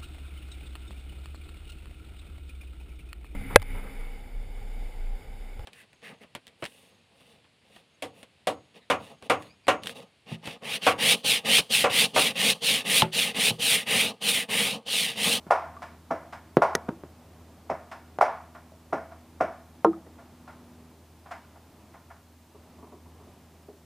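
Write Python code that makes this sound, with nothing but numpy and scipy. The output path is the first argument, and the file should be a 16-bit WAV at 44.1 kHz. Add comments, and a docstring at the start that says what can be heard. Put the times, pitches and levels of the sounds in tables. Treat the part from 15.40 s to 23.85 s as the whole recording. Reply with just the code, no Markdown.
"""A spring-air toy pistol is cocked and fired across a fenced backyard: its ratchet clicks and its
plunger slams home with a pop, sometimes on an empty chamber. Foam darts thud down close by and bounce
in crackling dry leaves, and a hollow object rings when struck. There are a few light taps, then the
shooter steps away. A machine hums faintly under the murmur of the outdoor air."""
import sys
import numpy as np
from scipy import signal
from scipy.fft import rfft, irfft, next_fast_len
from scipy.io import wavfile
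from scipy.ndimage import uniform_filter1d, map_coordinates

SR = 44100
rng = np.random.default_rng(int(sys.argv[2]) if len(sys.argv) > 2 else 0)


def dump(signal):
    """Clip the signal to [-1, 1] and save it as 16-bit WAV at the path in sys.argv[1]."""
    limited = np.clip(np.atleast_2d(signal).T, -1, 1)
    pcm = np.round(limited * 32767).astype(np.int16)
    wavfile.write(sys.argv[1], SR, pcm)


N = 372629
T = np.arange(SR * 3 // 4) / SR  # time within one short sound [s]
HZ = np.fft.rfftfreq(2 ** 13, 1 / SR)  # frequencies at which a tone colour is drawn

# where the plastic shell and barrel ring: (frequency [Hz], width [Hz], boost [dB])
SHELL = [(676, 31, 3), (940, 34, 3), (1053, 67, 3.5), (1416, 39, 7), (1730, 54, 5), (2020, 16, 5.5),
         (2253, 85, 5.5)]


def shots():
    """The plunger rushes forward and slams home; a dart in the barrel makes the pop deeper and duller."""
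    # trigger pulls: (time [s], level [dB], dart in the chamber [0-1])
    pulls = [(0.1075, 3.5, 0.12), (0.7091, -7, 0.84), (1.2197, 2.5, 0.08), (2.2993, -8, 0.88),
             (2.811, 3.5, 0.12), (3.5296, -6, 0.88), (4.008, -3, 0.83)]
    # tone colour of an empty chamber's pop: (frequency [Hz], level [dB])
    empty_pop = [(60, -38), (200, -38.5), (350, -18), (520, -9), (720, 0.5), (1100, -4), (1600, -15),
                 (2200, -20.5), (2900, -32), (4200, -41), (5300, -35.5), (7000, -46.5), (10000, -45.5),
                 (15000, -61)]
    # tone colour of a dart leaving the barrel: (frequency [Hz], level [dB])
    dart_pop = [(60, -31), (150, -9), (330, -4.5), (480, -8), (650, 1.5), (900, -10), (1300, -12),
                (1700, -16), (2300, -23.5), (3200, -37.5), (4500, -45.5), (5400, -36), (7000, -46.5),
                (15000, -60)]
    # the air in the barrel rings on after the pop: (pitch [Hz], level [dB], fade time [s])
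    barrel_tones = [(666, -35.5, 0.6), (722, -39.5, 0.69)]
    barrel = sum(amp(db) * sine(hz) * fade(t60) for hz, db, t60 in barrel_tones)
    low_share = 1 / (1 + (HZ / 1900) ** 4)  # the lows are a puff of air, the rest is rattling plastic
    out = np.zeros(N)
    for start, db, dart in pulls:
        colour = (1 - dart) * curve(empty_pop, HZ) + dart * curve(dart_pop, HZ) + boost(SHELL)
        puff = pulse(colour + 20 * np.log10(low_share + 1e-4), swell_hz=830, swell_stages=5)
        rattle = pulse(colour + 20 * np.log10(1 - low_share + 1e-4))
        pop = through(puff, yard(np.ones(1), near_db=-4, tail_db=-2))
        rattle_echoes = yard(burst(t60=0.018, rise_s=0.0013), near_db=0.5, tail_db=-1)
        pop += amp(-17.5 - 2 * dart) * through(rattle, rattle_echoes)
        add(out, start, amp(db + 7) * pop)
        rush = through(puff + amp(-29) * rattle, burst(t60=0.12, rise_s=0.0025))
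        add(out, start - 0.004 - 0.00209 * dart, amp(db + 3 + 5.2 * dart) * rush)
        add(out, start, amp(db + 1.9 * dart) * barrel * swell(0.012))
    return out


def clicks():
    """The ratchet scrapes and catches as the cylinder turns; a harder catch makes a brighter click."""
    # the trigger's first take-up, then cocking and ratchet clicks: (time [s], level [dB])
    catches = [(.073, -42), (0.4223, -28.5), (.928, -29), (2.517, -29), (3.151, -35.5), (3.716, -39),
               (4.786, -40.5), (5.079, -34.5), (5.86, -38.5), (5.9115, -31.5), (5.9153, -29.5),
               (6.158, -46), (6.542, -39), (6.705, -37.5)]
    # tone colour of a click: (frequency [Hz], level [dB])
    click_colour = [(200, -23), (400, -21.5), (680, -2), (900, -4), (1450, -8.5), (2100, -16), (3500, -27),
                    (4700, -32), (5150, -28), (6000, -33.5), (9000, -38), (14000, -48)]
    # the ping of the ratchet's spring: (frequency [Hz], width [Hz], boost [dB])
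    spring = [(5000, 180, 5.5)]
    colour = curve(click_colour, HZ) + 0.93 * boost(SHELL) + boost(spring)
    out = np.zeros(N)
    for start, db in catches:
        treble_db = 1.9 * (db + 31) * HZ / (HZ + 2500)
        snap = pulse(colour + treble_db)
        scrape = yard(burst(t60=0.03, rise_s=0.0019), near_db=5.5, tail_db=2)
        add(out, start - 0.003, amp(db + 12.5) * through(snap, scrape))
    return out


def darts():
    """A soft foam head thuds down, dry leaves crack under it and things nearby scatter the sound."""
    # landings and bounces: (time [s], level [dB], thud pitch [Hz], crackle [dB], crackle treble [dB])
    landings = [(.067, -33, 205, -28, -25), (1.1696, -1, 410, -32.5, -17), (1.3511, -14.5, 432, -2.5, 11.5),
                (1.485, -26.5, 520, -30, -32), (1.4891, -16.5, 245, -22, -39), (1.636, -29, 385, -37, -13),
                (2.7869, -16, 690, -26, -13), (4.4461, -6.5, 670, -31.5, 6), (4.6654, -44, 426, -14, -13)]
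    # tone colour of the soft head's push: (frequency [Hz], level [dB])
    foam_colour = [(10, -43), (50, -16), (90, -16.5), (140, 1), (230, -1), (900, 5), (1400, 9), (2300, 2),
                   (4500, 4.5), (14000, -42)]
    # tone colour of a dry leaf cracking: (frequency [Hz], level [dB])
    leaf_colour = [(60, -38.5), (300, -17), (1100, 4.5), (1750, 18), (2700, -4), (3600, -0.5), (4600, -2),
                   (5800, 4), (7700, -14.5), (9500, -4.5), (12500, -14), (15000, -27)]
    # where the crackle rings: (frequency [Hz], width [Hz], boost [dB])
    leaf_rings = [(1945, 68, 4), (3760, 120, 5.5), (5740, 250, 0.5), (6480, 260, 8)]
    push = pulse(curve(foam_colour, HZ), swell_hz=1090, swell_stages=2)
    out = np.zeros(N)
    for start, db, thud_hz, crackle_db, treble_db in landings:
        thud = through(sine(thud_hz) * fade(0.0097), push)  # the foam damps every thud alike
        thud /= np.abs(thud).max()
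        echoes = burst(t60=0.079, rise_s=0.0022) + amp(-10) * burst(t60=0.44, rise_s=0.0082)
        scatter_gain = np.hypot(amp(db - 7.5), amp(-38.5))  # faint, far landings have a larger share
        leaf = pulse(curve(leaf_colour, HZ) + boost(leaf_rings) + treble_db * HZ / (HZ + 3500))
        cracks = burst(t60=0.01, rise_s=0.0028) + amp(-31) * burst(t60=0.051, rise_s=0.004)
        crackle = amp(crackle_db + 21) * through(cracks, leaf)
        contact_tick = amp(-18) * fade(0.0019)
        add(out, start, amp(db) * (thud + crackle + contact_tick) + scatter_gain * through(thud, echoes))
    return out


def hollow_object():
    """Struck by a dart, it rings; two close low tones beat, so the note swells, vanishes and returns."""
    # dart strikes: (time [s], level [dB])
    knocks = [(1.4899, -35), (4.4461, -10)]
    # the object's own tones: (pitch [Hz], level [dB], fade time [s])
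    tones = [(178, -24, 0.46), (211, -19.5, 0.35), (400, -10.5, 0.17), (452, 0, 0.11), (538, -1, 0.033),
             (597, -21.5, 0.13), (693, -17.5, 0.17), (790, -10, 0.09), (940, 1.5, 0.067),
             (1065, -3.5, 0.073), (1250, -11.5, 0.11), (1354, -5, 0.056)]
    body = sum((-1) ** k * amp(db) * sine(hz) * fade(t60) for k, (hz, db, t60) in enumerate(tones))
    low_pair = sine(330) * np.sin(np.pi * T / 0.085) * fade(0.21)  # one beat every 0.085 s
    ring = amp(-2) * body * (1 - np.exp(-(T / 0.0018) ** 2))
    ring += amp(6.5) * low_pair * (1 - np.exp(-(T / 0.029) ** 2))  # the pair builds up more slowly
    out = np.zeros(N)
    for start, db in knocks:
        add(out, start, amp(db) * ring)
    return out


def taps():
    """A light tap rings briefly at one pitch and scatters off the things around it."""
    # taps on something hard: (time [s], level [dB], pitch [Hz])
    touches = [(.367, -36, 1160), (3.3208, -42.5, 645), (4.532, -36.5, 1260)]
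    out = np.zeros(N)
    for start, db, hz in touches:
        ring = sine(hz) * fade(0.038)
        scatter = amp(-2.5) * through(ring, burst(t60=0.1, rise_s=0.0014))
        add(out, start, amp(db) * (ring + scatter))
    return out


def steps():
    """Each distant step is a dull blow of the heel and a scuff of the sole."""
    # footfalls: (time [s], level [dB], scuff compared with heel [dB])
    footfalls = [(7.145, -40.5, -5.5), (7.381, -42, -7), (7.425, -38, -1), (7.521, -35.5, -8),
                 (7.654, -47, 0), (7.797, -43, -3), (7.87, -41.5, -9), (8.283, -31, -18.5)]
    # tone colour of the heel: (frequency [Hz], level [dB])
    heel = [(80, -38), (200, -6), (305, 4), (420, 6.5), (510, -13), (610, -2.5), (900, -22), (3000, -59)]
    # tone colour of the scuffing sole: (frequency [Hz], level [dB])
    scuff = [(300, -38), (700, -1), (1050, 11.5), (1500, -18), (3000, -27), (10000, -40)]
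    out = np.zeros(N)
    for start, db, scuff_db in footfalls:
        foot = pulse(curve(heel, HZ)) + amp(scuff_db) * pulse(curve(scuff, HZ))
        echoes = yard(burst(t60=0.05, rise_s=0.0029), near_db=-7, tail_db=-5)
        add(out, start, amp(db + 16) * through(foot, echoes))
    return out


def machine_hum():
    """A distant machine throbs on a slowly sinking note while its overtones swell and waver."""
    # tones above the base note: (multiple of its pitch, level [dB])
    overtones = [(2, -6.5), (3, -1), (4, -7.5), (5, -14.5)]
    # how the overtones swell together: (time [s], level [dB])
    overtone_level = [(0, -65.5), (5.45, -59), (5.9, -66.5), (8.45, -66)]
    t = np.arange(N) / SR
    pitch_hz, base_db = 81.6 - 0.1 * t, -56 - 0.37 * t
    phase = 2 * np.pi * np.cumsum(pitch_hz) / SR + 0.1 * wobble(3.03)
    upper_db = np.interp(t, *np.transpose(overtone_level))
    upper = sum(amp(db + 2.65 * wobble(2.785)) * np.sin(multiple * phase + 2 * np.pi * rng.random())
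                for multiple, db in overtones)
    throb_db = 2.4 * wobble(10)
    return np.sqrt(2) * (amp(base_db + throb_db) * np.sin(phase) + amp(upper_db) * upper)


def outdoor_air():
    """A low murmur drifts in level and slowly dies down under a steady hiss."""
    # tone colour of the air: (frequency [Hz], level [dB])
    air_colour = [(20, -15.5), (45, -14), (62, -17), (80, -11.5), (97, -3.5), (115, -11.5), (215, -8),
                  (280, -9.5), (470, -16.5), (650, -15), (1000, -18), (1500, -25), (4000, -29),
                  (15000, -34)]
    # how alike left and right sound: (frequency [Hz], likeness [0-1])
    likeness = [(100, 1), (350, .9975), (700, 0.99), (1200, 1), (2200, 0.93), (4970, 0.71), (15000, .54)]
    size = next_fast_len(N)
    hz = np.fft.rfftfreq(size, 1 / SR)
    spread = np.arccos(np.clip(curve(likeness, hz), 0, 1)) / 2
    spectrum = rfft(rng.standard_normal((2, size))) * amp(curve(air_colour, hz))
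    spectrum *= [np.cos(spread), np.sin(spread)]  # the part both ears share, and the part that differs
    low_share = 1 / (1 + (hz / 1800) ** 2)
    murmur, hiss = (norm(irfft(spectrum * share, size)[:, :N]) * np.sqrt(N)
                    for share in (low_share, 1 - low_share))
    murmur_db = -55 - 0.3951 * np.arange(N) / SR + 1.23 * wobble(4.6)
    mid, side = amp(murmur_db) * murmur + amp(-65) * hiss
    return np.array([mid + side, mid - side])


def yard(direct, near_db, tail_db):
    """A sound with its wall echoes, quick scatter off the fence boards and a long tail from the trees."""
    # echoes off the ground, fence and house wall: (delay [s], level [dB])
    walls = [(.0015, -10.5), (.0043, -7.5), (.0114, -8), (.0165, -10), (.0292, -17), (.0432, -18),
             (.0525, -16.5)]
    # how long the tail lasts: (frequency [Hz], fade time [s])
    tail_times = [(150, 0.32), (600, 0.37), (1400, 0.51), (4000, 0.51), (12000, 0.25)]
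    out = np.zeros(len(T))
    add(out, 0, direct)
    for delay, db in walls:
        add(out, delay, amp(db) * direct)
    hz, t, noise = signal.stft(rng.standard_normal(len(T)), SR, nperseg=256)
    decay = np.exp(-np.log(1000) * t / curve(tail_times, hz)[:, None])
    tail = signal.istft(noise * decay, SR)[1][:len(T)]
    add(out, 0.003, amp(near_db) * burst(t60=0.14, rise_s=0.0027))
    return out + amp(tail_db) * norm(tail * swell(0.0037))


def amp(db):
    """Turn decibels into a gain."""
    return 10 ** (np.asarray(db) / 20)


def norm(x):
    """Scale a sound to energy 1."""
    return x / np.sqrt(np.sum(x ** 2) + 1e-20)


def curve(points, hz):
    """Join (frequency, value) points on a log frequency axis and read the values at hz."""
    frequencies, values = np.transpose(points)
    return np.interp(np.log(hz + 1), np.log(frequencies + 1), values)


def boost(rings):
    """The decibels that ringing peaks add to a tone colour."""
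    return sum(db / (1 + (2 * (HZ - hz) / width) ** 2) for hz, width, db in rings)


def wobble(per_second):
    """A smooth curve through this many random values a second."""
    values = rng.standard_normal(int(N * per_second / SR) + 4)
    return map_coordinates(values, [np.arange(N) * per_second / SR])


def sine(hz):
    """A short pure tone."""
    return np.sin(2 * np.pi * hz * T)


def fade(t60):
    """Die away by 60 dB in t60 seconds, the fade time."""
    return np.exp(-np.log(1000) * T / t60)


def swell(rise_s):
    """Grow from 0 towards 1, about two thirds of the way after rise_s."""
    return 1 - np.exp(-T / rise_s)


def burst(t60, rise_s):
    """Noise of energy 1 and even colour that swells and dies."""
    spectrum = rfft(rng.standard_normal(len(T)) * fade(1.25 * t60) * swell(rise_s))
    power = uniform_filter1d(np.abs(spectrum) ** 2, size=int(4 / t60) + 3)
    even_noise = irfft(spectrum / np.sqrt(np.abs(power) + 1e-12), len(T))
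    return norm(even_noise * fade(5 * t60))  # the two fades together make t60


def pulse(colour_db, swell_hz=0, swell_stages=0):
    """A sharp pulse with this tone colour; swell stages make the part below swell_hz build up later."""
    cepstrum = irfft(np.log(amp(colour_db)))
    cepstrum[1:len(HZ) - 1] *= 2  # doubling one half and clearing the other packs the energy up front
    cepstrum[len(HZ):] = 0
    lag = np.exp(-2j * swell_stages * np.arctan2(HZ, swell_hz))
    wave = norm(irfft(np.exp(rfft(cepstrum)) * lag))
    return np.pad(wave, (0, len(T)))[:len(T)]


def through(x, ringing):
    """Pass one short sound through another's ringing."""
    return signal.fftconvolve(x, ringing)[:len(T)]


def add(track, start, x):
    """Mix x into the track at start seconds."""
    part = track[max(round(start * SR), 0):][:len(x)]
    part += x[:len(part)]


def scene():
    """All sources reach two close microphones; the right one is a touch more sensitive."""
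    mix = shots() + clicks() + darts() + hollow_object() + taps() + steps() + machine_hum()
    return (mix + outdoor_air()) * amp([[-0.07], [0.07]])


def record(dry):
    """Clip the peaks at full scale, thin the deepest bass and cut the highest treble."""
    bass_hz, top_hz = 45, 15350
    bass_cut = signal.butter(2, bass_hz, "highpass", fs=SR, output="sos")
    thinned = signal.sosfilt(bass_cut, np.clip(dry, -1, 1))
    size = next_fast_len(N + SR)
    below_top = np.fft.rfftfreq(size, 1 / SR) < top_hz
    return irfft(rfft(thinned, size) * below_top, size)[:, :N]


dry = scene()
out = record(dry)
dump(out)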